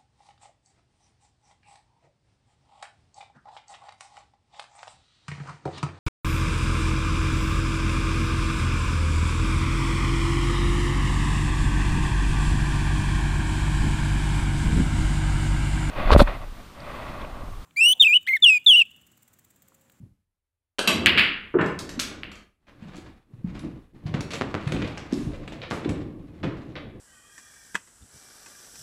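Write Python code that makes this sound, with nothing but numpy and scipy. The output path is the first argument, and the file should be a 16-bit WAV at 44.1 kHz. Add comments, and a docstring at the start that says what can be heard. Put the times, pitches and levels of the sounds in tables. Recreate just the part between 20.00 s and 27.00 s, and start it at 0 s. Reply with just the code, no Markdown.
"""A snooker shot in a quiet room

The cue knocks and rings, balls roll over the slate and clack in brief elastic impacts, and a red
thuds into the corner pocket and clicks down into its rail. The player then walks round the table,
past the microphone: steps thump a carpeted hollow floor, and friction makes soles scuff and clothes
rustle. A soft noise gate hushes the pauses."""
import sys
import numpy as np
from scipy import signal
from scipy.fft import rfft, irfft, next_fast_len
from scipy.io import wavfile
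from scipy.ndimage import map_coordinates

SR = 44100
rng = np.random.default_rng(int(sys.argv[2]) if len(sys.argv) > 2 else 0)


def put_to_file(sound):
    """Save the sound as 16-bit audio at rate SR, in the file named by the first command-line argument."""
    columns = np.atleast_2d(sound).T  # one column per channel
    safe = np.clip(columns, -1, 1)
    whole_steps = np.round(safe * 32767)
    wavfile.write(sys.argv[1], SR, whole_steps.astype(np.int16))


N = 308690

T = np.arange(32768) / SR  # time axis of one short sound, in seconds

# Knocks of the cue. Each row: start in seconds, level in dB, ring against knock in dB,
# contact length in seconds, reverberation in dB.
CUE_KNOCKS = [(0.785, -33.5, -23, 0.088, -5), (0.792, -25, -11.5, 0.0097, 2.5),
              (0.8748, -20, -1.5, 0.017, 7.5)]
# Response of the cue's wood. Each row: frequency in Hz, gain in dB.
CUE_WOOD = [(50, -31), (170, 3), (350, 1), (580, -1.5), (800, -8), (1050, -2), (1600, 1), (1850, -8),
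            (2300, -1.5), (2900, 2.5), (4300, -5.5), (5700, -12.5), (8800, -14.5), (11000, -32.5),
            (15500, -44.5)]
# Modes of shaft and ferrule. Each row: frequency in Hz, relative level in dB, T60 in seconds.
CUE_MODES = [(1551, -19.5, .3), (2680, -1, 0.38), (2980, -10.5, 0.3), (3500, -5, 0.022), (3950, 0, .04),
             (4576, -6, .05), (5850, -7, .03), (6850, -12, .05), (8048, -7.5, .03), (8900, -8.5, .015),
             (11400, -4.5, .025), (12100, -15, 0.0067)]


def cue():
    """Impact excitation: the tip knocks, and shaft and ferrule ring on in their natural modes."""
    out = np.zeros(N)
    for start, db, ring_db, length, wet_db in CUE_KNOCKS:
        knock = even(coloured(heard(burst(length), wet_db), CUE_WOOD))
        # the ring swells while the tip still presses on the ball
        press = 1 - np.exp(-T / 0.001) + 12 * (T / 0.0017) * np.exp(-T / 0.0047)
        ringing = even(heard(press * ring(CUE_MODES), wet_db=-2))
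        add(out, start, amp(db) * (knock + amp(ring_db) * ringing))
    return out


# Ball against ball, hardest first. Each row: start in seconds, level in dB, reverberation in dB.
CLACKS = [(1.0605, -13, 2.5), (1.176, -15, 16), (2.234, -38, 0.5)]
# Reflections off cushions and walls. Each row: arrival in seconds, peak level in dB.
REFLECTIONS = [(1.0683, 2), (1.0719, 1.5), (1.0826, -10), (1.0943, -3), (1.1817, -4), (1.1949, -11.5),
               (1.196, -2.5), (2.2417, -28)]
# Spectrum of a clack. Each row: frequency in Hz, gain in dB.
BALL = [(150, -24), (800, -19.5), (1300, -8), (2000, 0), (2900, 2.5), (3800, -9.5), (4700, -13.5),
        (6000, -38.5), (8000, -34.5), (9200, -44.5), (10700, -35), (12500, -49.5), (14500, -38),
        (16000, -56.5)]


def balls():
    """Elastic collision: hard balls give one very short pulse, which cushions and walls reflect."""
    out = np.zeros(N)
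    pulse = coloured(echo(delay=0, db=0), BALL, tilt_db=2.5)
    for arrival, db in REFLECTIONS:
        add(out, arrival, amp(db) * pulse / np.abs(pulse).max())
    hardest_db = CLACKS[0][1]
    for start, db, wet_db in CLACKS:
        tilt_db = 0.08 * (db - hardest_db)  # a gentler clack has less treble
        paths = room(wet_db) + echo(delay=0, db=-9.5)  # extra direct sound adds snap
        add(out, start, amp(db) * even(coloured(paths, BALL, tilt_db)))
    return out


# Rolls over the slate, then along the rail. Each row: start and stop in seconds,
# relative levels in dB of the rolling and of the table's deep rumble.
ROLLS = [(0.885, 1.17, -25, -51.5), (1.6, 2.293, -36.5, -46.5)]
# Response of the slate. Each row: frequency in Hz, gain in dB.
SLATE = [(35, -45), (60, -17), (85, -5), (129, -11.5), (213, -2.5), (247, -8), (298, -6), (796, -24),
         (899, -23), (1500, -25), (1950, -47), (3300, -120)]


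def rolling():
    """Rolling noise follows speed: it builds, sags as the ball slows and dies when it stops."""
    rise_s, slowing_db_per_s, release_db_per_s = 0.084, 14.5, 70.5
    out = np.zeros(N)
    for start, stop, db, deep_db in ROLLS:
        age = np.maximum(np.arange(N) / SR - start, 0)
        since_stop = np.maximum(age - (stop - start), 0)
        fall_db = slowing_db_per_s * age + release_db_per_s * since_stop
        speed = amp(-fall_db) * (1 - np.exp(-age / rise_s))
        out += speed * (amp(db) * noise(SLATE) + amp(deep_db) * noise(RUMBLE))
    return out


# Dull blows on cushion and pocket. Each row: start in seconds, relative level in dB, pitch in Hz.
BUMPS = [(1.552, -4, 365), (1.583, -14.5, 388), (1.607, -34.5, 393), (1.634, -17.5, 156), (1.975, -20, 244)]
# Knocks on the jaws. Each row: start in seconds, level in dB, low-pass corner in Hz.
JAW_KNOCKS = [(1.54, -24, 1200), (1.586, -22.5, 2046), (1.609, -27.5, 4600)]
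# Response of the jaws' wood. Each row: frequency in Hz, gain in dB.
JAW_WOOD = [(50, -35), (170, -2.5), (260, -10), (430, -2), (560, -7.5), (720, -17), (1050, -11),
            (1230, -14), (1480, -9), (2100, -13), (2700, -13.5), (3600, -23), (6000, -34), (7500, -18),
            (15000, -60)]


def pocket():
    """Cushioned impact: the red thuds into the jaws, whose soft rubber takes the treble off a blow."""
    out = np.zeros(N)
    for start, db, hz in BUMPS:
        add(out, start, amp(db - 14) * thump(hz, cycles=1.47, wet_db=-3))
    for start, db, corner_hz in JAW_KNOCKS:
        rubber = signal.butter(4, corner_hz, fs=SR, output="sos")
        blow = signal.sosfilt(rubber, heard(scrape(length=0.047, grain_db=3), wet_db=4))
        add(out, start, amp(db) * even(coloured(blow, JAW_WOOD)))
    return out


# Clicks in net and rail. Each row: start in seconds, level in dB, tilt in dB per octave.
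RAIL_CLICKS = [(1.661, -51.5, -1), (1.79, -38.5, 0), (1.892, -42.5, -2.5), (1.9934, -33, -4.5),
               (1.997, -29.5, 1.5), (2.113, -46.5, -10.5), (2.316, -49, -5.5), (2.355, -55, -3.5)]
# Response of the rail. Each row: frequency in Hz, gain in dB.
RAIL = [(350, -22.5), (600, -10.5), (736, -12.5), (1490, 0), (1990, 1), (2160, 2.5), (3710, 3), (7240, 1),
        (9500, -11), (11300, -9), (15500, -31)]
# Modes of the wire. Each row: frequency in Hz, relative level in dB, T60 in seconds.
RAIL_MODES = [(2690, -1, 0.24), (3170, 3, 0.18), (4420, 0.5, 0.14)]


def pocket_rail():
    """Free vibration: the red rattles through the net and leaves the wire rail ringing faintly."""
    out = np.zeros(N)
    for start, db, tilt_db in RAIL_CLICKS:
        add(out, start, amp(db) * even(coloured(heard(burst(0.04), wet_db=2), RAIL, tilt_db)))
    add(out, 2.316, amp(-54) * even(heard(ring(RAIL_MODES), wet_db=-1.5)))
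    return out


# Steps. Each row: start in seconds, relative heel level in dB, heel pitch in Hz, heel-to-forefoot time
# in seconds, relative forefoot level in dB, forefoot pitch in Hz, board noise in dB, floor flex in dB.
STEPS = [(0.0, -37.5, 191, 0.027, -38, 105, -62.5, -80), (2.823, -30.5, 172, 0.16, -38.5, 323, -55, -50.5),
         (3.333, -33, 130.3, 0.11, -21.5, 185, -60, -41), (3.508, -32.5, 149.4, 0.14, -31.5, 294, -39, -56),
         (4.054, -19.5, 136, 0.087, -22, 172, -30.5, -52), (4.666, -16, 132, 0.075, -24, 170, -30, -46),
         (5.127, -13, 275, 0.14, -27.5, 149, -37.5, -35.5), (5.728, -30, 310, 0.13, -22.5, 314, -29, -57),
         (6.439, -20, 320, 0.008, -23.5, 169.5, -34, -52)]
# Sharp heel taps. Each row: start in seconds, level in dB, reverberation in dB.
HEEL_TAPS = [(4.1418, -32, 5), (4.412, -26, -3.5), (4.543, -28, -1), (4.819, -36.5, 6), (5.711, -28.5, 4),
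             (6.4364, -33, 6)]
# Spectrum of a tap. Each row: frequency in Hz, gain in dB.
HEEL = [(30, -48), (70, 8.5), (280, 10.5), (500, 7), (850, 1), (1200, 3.5), (2400, -4.5), (4400, -15),
        (8000, -29), (12000, -47), (16000, -66)]


def footsteps():
    """Impact sound: heel and forefoot drive the hollow floor, and heels tap with a near echo."""
    out = np.zeros(N)
    for start, heel_db, heel_hz, roll_s, fore_db, fore_hz, *_ in STEPS:
        add(out, start, amp(heel_db - 10.5) * thump(heel_hz, cycles=0.92, wet_db=-3.5))
        add(out, start + roll_s, amp(fore_db - 6.5) * thump(fore_hz, cycles=1, wet_db=-8))
    for start, db, wet_db in HEEL_TAPS:
        paths = room(wet_db) + echo(delay=0.0079, db=-1.6)
        add(out, start, amp(db) * even(coloured(paths, HEEL)))
    return out


# Scuffs. Each row: start in seconds, relative levels of sole and fabric in dB, length in seconds.
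SCUFFS = [(2.669, -48.5, -64, 0.13), (2.958, -66, -45, 0.14), (3.558, -59, -64, 0.03),
          (3.592, -54, -45.5, 0.044), (4.0645, -43.5, -47, 0.09), (4.14, -38, -49, 0.03),
          (4.207, -38.5, -35, 0.025), (4.306, -35, -34.5, 0.11), (4.335, -30.5, -32, 0.076),
          (4.673, -37, -45, 0.033), (4.7212, -29.5, -36, 0.021), (4.764, -37, -54, 0.036),
          (4.819, -31.5, -48, 0.026), (4.845, -39, -60, 0.04), (4.874, -41, -45, 0.029),
          (4.9737, -36.5, -40, 0.037), (5.125, -46, -36, 0.08), (5.334, -40, -57, 0.09),
          (5.477, -39, -50, 0.029), (5.522, -40, -48, 0.059), (5.618, -34.5, -79, 0.16),
          (5.704, -47, -38, 0.048), (5.847, -38, -55, 0.027), (5.891, -36, -39.5, 0.035),
          (6.431, -33.5, -71, 0.072), (6.755, -34.5, -66, 0.095)]
# Friction spectra of sole and fabric. Each row: frequency in Hz, gain in dB.
SOLE = [(150, -34), (350, -9.5), (550, 2), (800, -9), (1500, -7.5), (2500, -6), (4000, -15), (6000, -29),
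        (12000, -80)]
FABRIC = [(500, -81), (2000, -6), (3800, 3.5), (5500, 2.5), (8000, -1), (9400, -15), (11200, -8.5),
          (13000, -42), (15500, -24)]


def scuffing():
    """Sliding friction: soles give a dull scuff and fabric a brighter, grainier one."""
    out = np.zeros(N)
    for start, sole_db, fabric_db, length in SCUFFS:
        add(out, start, amp(sole_db - 4.5) * scuff(SOLE, length, tick_db=-5, grain_db=4))
        add(out, start, amp(fabric_db - 9.5) * scuff(FABRIC, length, tick_db=-8, grain_db=9.5))
    return out


def scuff(spectrum, length, tick_db, grain_db):
    """Stick and slip: surfaces tick as they first catch, then give a short grainy rub."""
    rub = scrape(length, grain_db)
    contact = rub / np.linalg.norm(rub) + amp(tick_db) * burst(0.01)
    in_room = heard(contact, wet_db=-1)
    varied = [(hz, db - 2 * rng.standard_normal()) for hz, db in spectrum]  # no two alike
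    return even(coloured(in_room, varied))


# The player's movement. Each row: time in seconds, relative levels of rustle and floor murmur in dB.
MOVEMENT = [(2.6, -68, -63), (2.93, -51, -47.5), (3.07, -52.5, -49.5), (3.27, -71.5, -61.5),
            (3.6, -47, -41.5), (3.88, -68.5, -61.5), (4.08, -49, -45), (4.25, -62, -54), (4.38, -50, -39),
            (4.74, -40, -39), (5.12, -48.5, -41.5), (5.56, -52, -42.5), (5.76, -48, -51),
            (5.92, -47.5, -33), (6.2, -64, -42.5), (6.42, -58.5, -50.5), (6.62, -48.5, -41),
            (7.0, -68, -44.5)]
# Response of the boards. Each row: frequency in Hz, gain in dB.
BOARDS = [(29, -16), (50, -6), (119, 2), (256, -3), (299, 1.5), (386, -8), (542, -15.5), (900, -26.5),
          (1170, -25.5), (1980, -120)]


def floorboards():
    """Forced vibration: the boards murmur and flex under a load that peaks as each forefoot lands."""
    rise_db_per_s, hold_s, release_db_per_s = 252, 0.044, 87
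    starts, _, _, roll_s, _, _, boards_db, flex_db = np.transpose(STEPS)
    _, murmur_db = curves(MOVEMENT)
    age = np.arange(N) / SR - (starts + roll_s)[:, None]  # one row per step
    load = amp(-rise_db_per_s * np.maximum(-age, 0) - release_db_per_s * np.maximum(age - hold_s, 0))
    level = np.hypot(amp(boards_db) @ load, amp(murmur_db + 1))
    murmur = level * amp(2.2 * wobble(rate=25)) * noise(BOARDS)
    flexing = (amp(flex_db) @ load) * noise(RUMBLE)
    return murmur + flexing


# Swishes of the trouser legs. Each row: start in seconds, level in dB, length in seconds.
SWISHES = [(5.126, -56.5, 0.51), (5.72, -50.5, 0.11)]
# Spectra of rustle and swish. Each row: frequency in Hz, gain in dB.
RUSTLE = [(200, -20.5), (500, -6), (900, -5), (2200, -9), (4200, -17), (6500, -33.5), (12000, -53)]
SWISH = [(3000, 0), (7000, -2.5), (11000, -12.5), (13000, -23), (15500, -33)]


def clothes():
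    """Friction noise: moving cloth rustles in small uneven catches, and trouser legs swish."""
    rustle_db, _ = curves(MOVEMENT)
    catches = unit(amp(3.3 * wobble(rate=45) + 2.3 * wobble(rate=460)))  # slow and fine swings in dB
    cloth = amp(-3) * noise(RUSTLE) + amp(-19.5) * noise(FABRIC)
    out = signal.fftconvolve(amp(rustle_db - 1.5) * catches * cloth, room(wet_db=-3.5))[:N]
    for start, db, length in SWISHES:
        rub = heard(scrape(length, grain_db=1), wet_db=14.5)
        add(out, start, amp(db) * even(coloured(rub, SWISH)))
    return out


# Spectra of deep structural rumble and of hiss. Each row: frequency in Hz, gain in dB.
RUMBLE = [(8, -54), (18, -5), (28, -1.5), (50, -8), (75, -4.5), (110, -24), (250, -80)]
HISS = [(30, -2.5), (300, 10), (2000, 3), (6000, -3.5), (11000, -1), (15500, -10.5)]


def background():
    """Ambient noise: the building's deep rumble lies under a steady faint hiss."""
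    return amp(-54.5) * noise(RUMBLE) + amp(-75) * noise(HISS)


# The room's tail. Each row: frequency in Hz, T60 in seconds, relative level in dB.
ROOM = [(100, 0.69, -0.5), (400, .5, 0.5), (1200, 0.59, -2), (2760, 0.53, -3), (6060, 0.36, -3),
        (12000, 0.25, 3)]


def room(wet_db, build_s=0.0027):
    """Impulse response: direct sound, then a diffuse tail at wet_db + 1 dB whose treble dies first."""
    hz, t, bands = signal.stft(rng.standard_normal(len(T)), SR, nperseg=256)
    t60 = along([(f, life) for f, life, _ in ROOM], hz)[:, None]
    tail_db = along([(f, db) for f, _, db in ROOM], hz)[:, None]
    tail = signal.istft(bands * amp(tail_db - 60 * t / t60), SR)[1][:len(T)]
    tail *= 1 - np.exp(-T / build_s)
    return signal.unit_impulse(len(T)) + amp(wet_db + 1) * tail / np.linalg.norm(tail)


def heard(x, wet_db):
    """Convolution with the room's response gives a short sound its reverberation."""
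    return signal.fftconvolve(x, room(wet_db))[:len(T)]


def echo(delay, db):
    """A single sound path is an impulse, delayed by its travel time in seconds."""
    return amp(db) * signal.unit_impulse(len(T), round(delay * SR))


def thump(hz, cycles, wet_db):
    """Heavy damping: a softly struck panel swells and dies within a few cycles."""
    age = hz * T / cycles
    return even(heard(age ** 2 * np.exp(-2 * age) * np.sin(2 * np.pi * hz * T), wet_db))


def burst(t60):
    """Broadband excitation: a rough contact gives decaying noise of energy 1."""
    x = rng.standard_normal(len(T)) * amp(-60 * T / t60)
    return x / np.linalg.norm(x)


def scrape(length, grain_db):
    """Friction in small catches modulates a noise that swells quickly and fades."""
    age = T / length
    catches = amp(grain_db * np.repeat(rng.standard_normal(len(T) // 32), 32))
    return rng.standard_normal(len(T)) * catches * (1 - np.exp(-12 * age)) * amp(-60 * age)


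def ring(modes):
    """Modal superposition: decaying partials add at random phases."""
    return sum(amp(db - 60 * T / t60) * np.sin(2 * np.pi * (hz * T + rng.random()))
               for hz, db, t60 in modes)


def coloured(x, spectrum, tilt_db=0):
    """A body acts as a minimum-phase filter, here tilted by tilt_db per octave above 500 Hz."""
    size = 2 * len(T)
    hz = np.fft.rfftfreq(size, 1 / SR)
    gain_db = along(spectrum, hz) + tilt_db * np.log2(np.maximum(hz, 500) / 500)
    cepstrum = irfft(np.log(amp(gain_db)))
    # folding the cepstrum onto positive time makes the filter causal
    cepstrum[1:size // 2] *= 2
    cepstrum[size // 2 + 1:] = 0
    return irfft(rfft(x, size) * np.exp(rfft(cepstrum)))[:len(T)]


def noise(spectrum):
    """Spectral shaping turns white noise into steady coloured noise of rms 1."""
    size = next_fast_len(N + SR // 4)
    gain = amp(along(spectrum, np.fft.rfftfreq(size, 1 / SR)))
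    return unit(irfft(rfft(rng.standard_normal(size)) * gain, size)[:N])


def wobble(rate):
    """A smooth random curve, rate knots a second."""
    return map_coordinates(rng.standard_normal(int(N * rate / SR) + 4), [np.arange(N) * rate / SR])


def amp(db):
    """Decibels to gain."""
    return 10 ** (np.asarray(db) / 20)


def unit(x):
    """Scale to rms 1."""
    return x / np.sqrt(np.mean(x ** 2) + 1e-30)


def even(x, size=1764):
    """Scale a blow to rms 1 over its first 40 ms."""
    return x / np.sqrt(np.mean(x[:size] ** 2) + 1e-30)


def along(points, hz):
    """(Hz, value) points read on a log axis."""
    f, v = np.transpose(points)
    return np.interp(np.log(hz + 1), np.log(f + 1), v)


def curves(rows):
    """Interpolation in time: one value per sample for each column of levels."""
    times, *levels = np.transpose(rows)
    return [np.interp(np.arange(N) / SR, times, db, left=-120) for db in levels]


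def add(track, s, sound):
    """Mix a sound in at s seconds."""
    start = max(round(s * SR), 0)
    track[start:start + len(sound)] += sound[:N - start]


def lowpass(x, corner_hz, order):
    """A zero-phase filter keeps what lies below the corner."""
    m = next_fast_len(N + SR // 4)
    return irfft(rfft(x, m) / (1 + (np.fft.rfftfreq(m, 1 / SR) / corner_hz) ** order), m)[..., :N]


def gate(key, threshold_db, slope, smoothing_s):
    """Downward expansion: the further the key sinks below the threshold, the lower the gain."""
    keep = np.exp(-1 / (smoothing_s * SR))
    level = np.sqrt(signal.lfilter([1 - keep], [1, -keep], key ** 2))
    return np.minimum(level / amp(threshold_db), 1) ** slope


def scene():
    """Superposition: all sources add at one microphone."""
    shot = cue() + rolling() + balls() + pocket() + pocket_rail()
    player = footsteps() + scuffing() + floorboards() + clothes()
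    return (shot + player + background())[None]


def record(dry):
    """Gating hushes the pauses, the bass most; saturation rounds peaks; a low-pass limits the band."""
    key = dry - lowpass(dry, corner_hz=159, order=10)
    bass = lowpass(dry, corner_hz=95, order=10)
    gated = ((dry - bass) * gate(key, threshold_db=-51, slope=0.84, smoothing_s=0.024)
             + bass * gate(key, threshold_db=-50, slope=1.5, smoothing_s=0.023))
    rounded = gated / (1 + np.abs(gated) ** 6) ** (1 / 6)
    return lowpass(rounded, corner_hz=15900, order=160)


dry = scene()
out = record(dry)
put_to_file(out)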